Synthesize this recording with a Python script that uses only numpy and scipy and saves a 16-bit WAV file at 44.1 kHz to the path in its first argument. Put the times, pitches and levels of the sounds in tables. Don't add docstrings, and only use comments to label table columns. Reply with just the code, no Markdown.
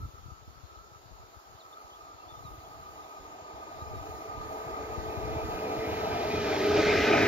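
import sys
import numpy as np
from scipy import signal
from scipy.fft import rfft, irfft, next_fast_len
from scipy.io import wavfile
from scipy.ndimage import uniform_filter1d, map_coordinates

SR = 44100
rng = np.random.default_rng(int(sys.argv[2]) if len(sys.argv) > 2 else 0)


def to_wav(sig):
    pcm = np.clip(np.atleast_2d(sig), -1, 1) * 32767
    pcm = np.round(pcm).astype(np.int16)
    wavfile.write(sys.argv[1], SR, pcm.T)


N = 320818

# frequency in Hz, lead of the left port in radians.
PORT_LEAD = [(0, -3.5), (340, 0.46), (1120, 2.5), (1380, 2), (1640, 6), (3010, 3.5), (3620, 1.5), (4130, 6),
             (6120, 8.5), (6890, 11), (7150, 2.5), (9220, 20.5), (11400, 28.5), (15300, 39.5)]
TOP_HZ = 15730

# time in seconds, level in dB.
WASH_LEVEL = [(0, -58), (1.3, -58), (3.6, -54.5), (5.2, -50.5)]
# frequency in Hz, relative density in dB per Hz.
WASH_SPECTRUM = [(150, -46), (250, -19.5), (339, -1.5), (605, -5.5), (821, -4), (1150, -4.5), (1310, -22),
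                 (1450, -8.5), (1770, -15), (3030, -16), (4110, -13.5), (6070, -17.5), (6820, -11.5),
                 (7230, -17.5), (8000, -47.5), (10400, -100), (17600, -120)]
# frequency in Hz, likeness (1 is identical).
WASH_LIKENESS = [(300, 0.18), (1500, 0.14), (5000, 0.068), (6000, 0.53), (6700, 0.46), (7500, 0.45)]
# time in seconds, level in dB.
GRASS_LEVEL = [(0.0, -70), (0.38, -76), (1.92, -72.5), (2.13, -76.5), (2.51, -68.5), (2.67, -71),
               (3.62, -73), (4.15, -66), (4.39, -70.5), (4.53, -64), (4.7, -67.5), (5.87, -60.5),
               (6.38, -62.5), (6.6, -60), (6.84, -61), (7.27, -57.5)]
# frequency in Hz, relative density in dB per Hz.
GRASS_SPECTRUM = [(5060, -55.5), (8600, -44), (8750, -31), (9220, -10), (11200, -0.5), (12300, 3),
                  (13000, 2), (13800, -2), (14900, 2.5), (15600, -6.5)]

# start in seconds, length in seconds, start, middle and end pitch in Hz, level in dB.
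BIRD_NOTES = [(1.591, 0.038, 4640, 3870, 3500, -55.5), (1.727, 0.016, 3500, 3570, 3650, -53.5),
              (1.9, 0.053, 3300, 3150, 3550, -57), (2.195, .04, 2680, 2720, 2680, -61),
              (2.283, 0.048, 3430, 3580, 3400, -55), (2.357, .035, 3670, 3580, 3650, -63),
              (2.437, 0.049, 4180, 3830, 3650, -59), (2.642, 0.032, 3230, 3320, 3320, -61),
              (2.93, 0.04, 2950, 2900, 2860, -62), (3.018, 0.04, 3830, 3620, 3500, -63),
              (3.77, .07, 3480, 3800, 4000, -63), (3.924, 0.085, 4080, 3800, 3750, -64)]
BIRD_DELAY_MS = .49

# time in seconds, level in dB.
WIND_LEVEL = [(0, -39), (.1, -59.5), (.45, -61), (.85, -71), (1.17, -62.5), (1.45, -74), (2.1, -67.5),
              (2.5, -53.5), (3.1, -63.5), (3.65, -59.5), (3.92, -52), (4.35, -51.5), (4.75, -54),
              (5, -49.5), (5.2, -54), (5.35, -42.5), (5.7, -53), (6.3, -51), (7.27, -48)]
# time in seconds, left minus right level in dB.
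WIND_LEAN = [(0, 3), (.9, 26.5), (1.6, 10.5), (3, 2.5), (4.4, -6), (5.1, 18.5), (5.6, -3), (7.27, 1.5)]
# frequency in Hz, relative density in dB per Hz.
FLUTTER_SPECTRUM = [(12, -52), (20, -15.5), (48, 0), (70, -3), (103, -4.5), (253, -19.5), (300, -15),
                    (390, -41), (660, -120)]
# moment in seconds, left level in dB, right level in dB, cycle rate in Hz.
STRONG_EDDIES = [(0.013, -37, -38, 71), (.038, -36, -32.5, 81.5), (.146, -43, -56, 81),
                 (.263, -36.5, -47, 100), (.288, -41, -45, 113), (.324, -36, -64, 86),
                 (0.483, -42, -40, 86), (0.641, -38, -55, 87), (.776, -43, -73, 65.5), (.82, -48, -73, 62),
                 (.964, -45, -74, 90), (1.062, -44, -70, 105), (1.203, -50, -45, 69), (1.373, -43, -70, 75),
                 (1.553, -45, -73, 93), (1.851, -55, -50, 67.4), (2.149, -48, -53, 85),
                 (2.272, -47, -57, 77.5), (2.383, -46, -68, 107), (2.456, -37.5, -48, 104),
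                 (2.488, -49, -45, 91), (2.587, -46, -41, 80), (2.9, -50, -49, 75), (3.427, -47, -52, 83.4),
                 (3.545, -46, -47, 76.5), (3.825, -36, -36, 91), (3.875, -37, -59, 72),
                 (3.915, -39, -38, 121), (3.937, -35, -55, 95), (3.972, -36, -36, 83),
                 (4.014, -37, -45, 103), (4.095, -38, -40, 96), (4.384, -70, -36, 67),
                 (4.459, -45, -40, 107), (4.67, -38, -41, 116), (4.804, -39, -46, 75),
                 (4.845, -38, -41, 76), (4.986, -27, -56, 75), (5.089, -34, -62, 83), (5.178, -27, -58, 99),
                 (5.266, -32, -56, 69), (5.37, -30, -30, 99), (5.492, -35, -35, 101), (5.793, -32, -32, 92),
                 (5.879, -38, -36, 95), (5.93, -37, -33, 99), (6.108, -37, -37, 130),
                 (6.194, -42, -43, 105)]
SMALL_PER_S, SMALL_DB, SMALL_SCATTER_DB, SMALL_HZ = 5, 7, 3, 88

# frequency in Hz, width in Hz, relative level in dB.
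RAIL_MODES = [(653, 53, -3), (787, 176, -4), (886, 32, -6), (977, 74, -8)]
# frequency in Hz, relative density in dB per Hz.
UNDER_SPECTRUM = [(320, -42), (540, -31.5), (617, 0), (702, -1.5), (750, -5.5), (852, -6.5), (951, -12),
                  (1080, -18), (1150, -14.5), (1500, -38), (2530, -120)]
# frequency in Hz, lead of the left port in radians.
UNDER_LEAD = [(480, 0.88), (600, 1.3), (1100, 1.3)]
# time in seconds, its share of the rail sound's power from 0 to 1.
ARRIVAL = [(5.8, 0.015), (6.6, 0.99)]
# frequency in Hz, width in Hz, relative level in dB.
SINGING_MODES = [(662.5, 12, 0), (497, 9, -3)]
NOTE_DB = -3.5
# time in seconds, upper mode's share of power, level in dB.
WHINE = [(0, 0.86, -51), (.4, 0.92, -58), (1.2, 0.97, -56), (2.3, 0.1, -50.5), (3.5, .01, -49.5),
         (4.85, 0.03, -41), (5, 0.03, -44), (6.5, 0.5, -44), (7.27, .9, -44)]

# frequency in Hz, relative density in dB per Hz.
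BODY_SPECTRUM = [(120, -36.5), (200, -16), (264, -11), (311, -8.5), (355, -9), (419, -3), (466, -4.5),
                 (523, -15), (600, -9), (780, -31), (1320, -120)]
# frequency in Hz, width in Hz, relative level in dB.
FRAME_MODES = [(292, 20, 2), (322, 14.6, 4), (386.5, 10.2, 5)]
# frequency in Hz, relative density in dB per Hz.
ROLL_SPECTRUM = [(15, -44), (30, -23), (55, -2.5), (85, 6.5), (120, 1), (170, -0.5), (250, 1), (330, -38),
                 (570, -120)]
# frequency in Hz, relative density in dB per Hz.
ROAR_SPECTRUM = [(650, -50), (1100, -22.5), (1210, -5), (1260, 2.5), (1400, -9.5), (1520, 0), (1680, -5),
                 (1920, -5), (2070, -0.5), (2190, -4), (2490, -3.5), (3100, -13), (4030, -43), (6820, -120)]
# frequency in Hz, width in Hz, relative level in dB.
WHEEL_MODES = [(1298, 11, -47.5), (1821, 13, -49), (2350, 25, -47.5), (2565, 21, -49.5), (1540, 25, -59.5),
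               (1994, 25, -51.5), (2437, 39, -48), (2480, 10, -51.5), (3835, 18, -53)]
# frequency in Hz, relative density in dB per Hz.
GRIT_SPECTRUM = [(1760, -35), (3000, -3.5), (3330, -2.5), (3670, -2.5), (5630, -7), (6960, -16.5),
                 (8480, -35.5), (9000, -30.5), (11700, -56), (19800, -120)]
# time in seconds, level in dB.
GEAR_LEVEL = [(6.1, -52), (6.35, -33.5), (6.55, -33), (6.75, -23.5), (7, -25), (7.27, -28)]
# multiple of the mesh frequency, relative level in dB.
MESH_HARMONICS = [(1, 0), (2, -20.5), (3, -20)]
# time in seconds, level in dB.
HUM_LEVEL = [(3, -75), (3.8, -55.5), (4.5, -49.5), (5.2, -43.5), (5.7, -38.5), (6.2, -43), (6.7, -33),
             (7.27, -34)]
MESH_HZ, HUM_HZ = 416.3, 436.5

SPEED_M_S, PASS_S, SIDE_M = 17.5, 8.529, 9.2
NEAR_M = 25
# level in dB at NEAR_M, spreading in dB per tenfold distance,
# loss in dB per metre.
RAILS_GROW = (-30, 3.8, 0.27)
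RUMBLE_GROWS = (-26.5, 23.2, 0.28)
ROLL_GROWS = (-34.5, 20, 0.31)
ROAR_GROWS = (-30.5, 48.5, 0.074)
GRIT_GROWS = (-33.5, 11.6, 0.64)
GRIT_FULL_DB = -40
PORTS_MS, AIM_RAD = 0.7, .33
JUDDER_DB, JUDDER_PER_S = 1.3, 20
STEP_S, STEP_RISE_S, STEP_DB = 6.75, .015, 2.5


def amp(db):
    return 10 ** (np.asarray(db) / 20)


def unit(x):
    return x / np.sqrt(np.mean(x ** 2) + 1e-20)


def along(points, hz):
    f, v = np.transpose(points)
    return np.interp(np.log(hz + 1), np.log(f + 1), v)


def curves(rows):
    s, *cols = np.transpose(rows)
    return [np.interp(np.arange(N) / SR, s, c) for c in cols]


def faded(rows, fade_db):
    first = rows[0]
    return [(first[0] - .6, *first[1:-1], first[-1] + fade_db), *rows]


def wobble(rate):
    knots = rng.standard_normal(int(N * rate / SR) + 4)
    return map_coordinates(knots, [np.arange(N) * rate / SR])


def tone(hz, waver_hz):
    return 2 * np.pi * np.cumsum(hz + waver_hz * wobble(25)) / SR


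def filtered(x, response):
    m = next_fast_len(N + 8192)
    return irfft(rfft(x, m) * response(np.fft.rfftfreq(m, 1 / SR)), m)[..., :N]


def modes(table):
    def gain(f):
        return np.sqrt(sum(amp(2 * db) / (1 + ((f - c) * 2 / w) ** 4) for c, w, db in table))
    return gain


def shape(points):
    return lambda f: amp(along(points, f))


def rush(gain, alike, patchy_db, lead=((0, 0),)):
    z = signal.stft(rng.standard_normal((2, N)), nperseg=512)[2]
    patches = rng.standard_normal(z.shape[1:])
    patches = uniform_filter1d(uniform_filter1d(patches, 6, 0), 12, 1)
    pair = signal.istft(z * amp(patchy_db * unit(patches)), nperseg=512)[1][:, :N]

    def mid_side(f):
        angle = np.arccos(np.clip(along(alike, f), -1, 1)) / 2
        return gain(f) * [np.cos(angle), np.sin(angle)]

    def port_phase(f):
        return np.exp(np.outer([.5j, -.5j], np.interp(f, *np.transpose(lead))))

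    mid, side = filtered(pair, mid_side)
    return unit(filtered(np.array([mid + side, mid - side]), port_phase))


def ahead_m():
    return SPEED_M_S * (PASS_S - np.arange(N) / SR)


def nearing_db(near_db, spread_db, loss_db_per_m):
    r = np.hypot(ahead_m(), SIDE_M)
    return near_db - spread_db * np.log10(r / NEAR_M) - loss_db_per_m * (r - NEAR_M)


def juddering(growth):
    return amp(nearing_db(*growth) + JUDDER_DB * wobble(JUDDER_PER_S))


def distant_wash():
    wash = rush(shape(WASH_SPECTRUM), WASH_LIKENESS, patchy_db=1.3, lead=PORT_LEAD)
    return amp(curves(WASH_LEVEL)[0]) * wash


def grass():
    hiss = rush(shape(GRASS_SPECTRUM), [(9000, 0.26), (12000, 0.31)], patchy_db=0.3, lead=PORT_LEAD)
    hiss = hiss * amp(curves(GRASS_LEVEL)[0] + .8 * wobble(12))
    return hiss * amp([[4], [1.1]])


def bird():
    song = np.zeros(N)
    for s, length, *hz, db in BIRD_NOTES:
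        u = np.arange(0, 1, 1 / (length * SR))
        pitch = np.polyval(np.polyfit([0, .5, 1], hz, 2), u)
        whistle = np.sin(2 * np.pi * np.cumsum(pitch) / SR)
        song[round(s * SR):][:len(u)] += amp(db) * whistle * np.sin(np.pi * u) ** 0.27
    late = filtered(song, lambda f: np.exp(-2j * np.pi * f * BIRD_DELAY_MS / 1000))
    return np.array([amp(-0.5) * late, song])


def eddy_push(t, hz, phase, skew):
    cycles = t * hz + 0.26
    swell = np.exp(-(cycles / np.where(cycles < 0, .4, 1.5)) ** 2)
    sagging = cycles - 0.15 * cycles * np.abs(cycles)
    push = swell * np.cos(2.4 * np.pi * sagging + np.pi * (phase + np.outer([.4, -.4], skew)))
    front = np.exp(-(cycles / 0.19) ** 2) * np.cos(5.6 * np.pi * cycles + np.pi * skew)
    return push + amp(-12) * front


def wind():
    ports_db = curves(WIND_LEVEL)[0] + np.outer([.5, -.5], curves(WIND_LEAN)[0])
    lumps = amp(3.2 * np.array([wobble(18), wobble(18)]))
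    flutter = unit(lumps * rush(shape(FLUTTER_SPECTRUM), [(60, 0.3)], patchy_db=3.5))

    draws = rng.standard_normal((100, 4))
    times = np.cumsum(np.exp(0.55 * draws[:, 0])) / SMALL_PER_S
    lesser = []
    for s, z in zip(times, draws):
        if s * SR < N:
            levels = ports_db[:, int(s * SR)] + SMALL_DB + SMALL_SCATTER_DB * z[1:3]
            lesser.append((s, *levels, SMALL_HZ * np.exp(0.27 * z[3])))

    half = SR // 20
    thumps, t = np.zeros((2, N + SR)), np.arange(-half, half) / SR
    chance = rng.uniform(-1, 1, (200, 2))
    for (s, left_db, right_db, hz), (phase, skew) in zip([*STRONG_EDDIES, *lesser], chance):
        push = eddy_push(t, hz, phase, skew)
        thumps[:, round(s * SR):][:, :len(t)] += amp([[left_db], [right_db]]) * push
    return amp(ports_db) * flutter + thumps[:, half:][:, :N]


def rail_whine():
    share, db = curves(WHINE)
    share = np.clip(share, 0, 1)
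    lower = rush(modes([(1221.6, 49, -0.5), (1221, 121, -11.0)]), [(1200, 0.93)],
                 patchy_db=1.0, lead=PORT_LEAD)
    upper = rush(modes([(1312, 58, -0.32), (1219, 34, -1)]), [(1200, 0.92)],
                 patchy_db=3.0, lead=PORT_LEAD)
    return amp(db) * (np.sqrt(1 - share) * lower + np.sqrt(share) * upper)


def rails():
    ahead = rush(modes(RAIL_MODES), [(600, 1.0), (1000, 0.78)], patchy_db=1.5, lead=PORT_LEAD)
    under = rush(shape(UNDER_SPECTRUM), [(600, 1.0), (1100, 0.99)], patchy_db=2.0, lead=UNDER_LEAD)
    arrived = np.clip(curves(ARRIVAL)[0], 0, 1)
    song = juddering(RAILS_GROW) * (np.sqrt(1 - arrived) * ahead + np.sqrt(arrived) * under)
    notes = rush(modes(SINGING_MODES), [(600, 0.85)], patchy_db=2.5, lead=PORT_LEAD)
    notes = amp(curves(faded(HUM_LEVEL, -36))[0] + NOTE_DB) * (1 - arrived) * notes
    return song + notes + rail_whine()


def body_rumble():
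    panels = rush(shape(BODY_SPECTRUM), [(200, 1.0), (300, 0.91)], patchy_db=0.0)
    frame = amp(-5.5) * rush(modes(FRAME_MODES), [(300, 0.99)], patchy_db=2.8)
    roll = rush(shape(ROLL_SPECTRUM), [(40, 0.55), (130, 1.0)], patchy_db=2.0)
    return juddering(RUMBLE_GROWS) * (panels + frame) + amp(nearing_db(*ROLL_GROWS)) * roll


def wheels():
    roar = rush(shape(ROAR_SPECTRUM), [(1200, 0.98), (2000, 0.85), (3000, 1.0)], patchy_db=2.0)
    ring = amp(-6.5) * rush(modes(WHEEL_MODES), [(1000, 0.94)], patchy_db=2.5)
    grit = rush(shape(GRIT_SPECTRUM), [(3000, 0.9), (5000, 0.49), (7000, 0.24)], patchy_db=0.8)
    grit = amp(np.minimum(nearing_db(*GRIT_GROWS), GRIT_FULL_DB)) * grit
    step = amp(STEP_DB * np.clip((np.arange(N) / SR - STEP_S) / STEP_RISE_S, 0, 1))
    return step * (amp(nearing_db(*ROAR_GROWS)) * (roar + ring) + grit)


def gears():
    turn = tone(MESH_HZ, waver_hz=2.2)
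    mesh = sum(amp(db + 2.6 * wobble(16)) * np.sin(k * turn) for k, db in MESH_HARMONICS)
    hum = np.sin(tone(HUM_HZ, waver_hz=1.6))
    hum = amp(curves(faded(HUM_LEVEL, -15))[0] + 2.5 * wobble(22)) * hum
    return amp(curves(faded(GEAR_LEVEL, -25.0))[0]) * mesh + hum


def locomotive():
    left, right = body_rumble() + wheels() + gears()
    bearing = AIM_RAD - np.arctan2(SIDE_M, ahead_m())
    late = PORTS_MS * np.sin(bearing) * SR / 1000
    return np.array([map_coordinates(left, [np.arange(N) - late], order=5, mode="nearest"), right])


def scene():
    return distant_wash() + grass() + bird() + wind() + rails() + locomotive()


def record(dry):
    return filtered(dry, lambda hz: hz < TOP_HZ)


dry = scene()
out = record(dry)
to_wav(out)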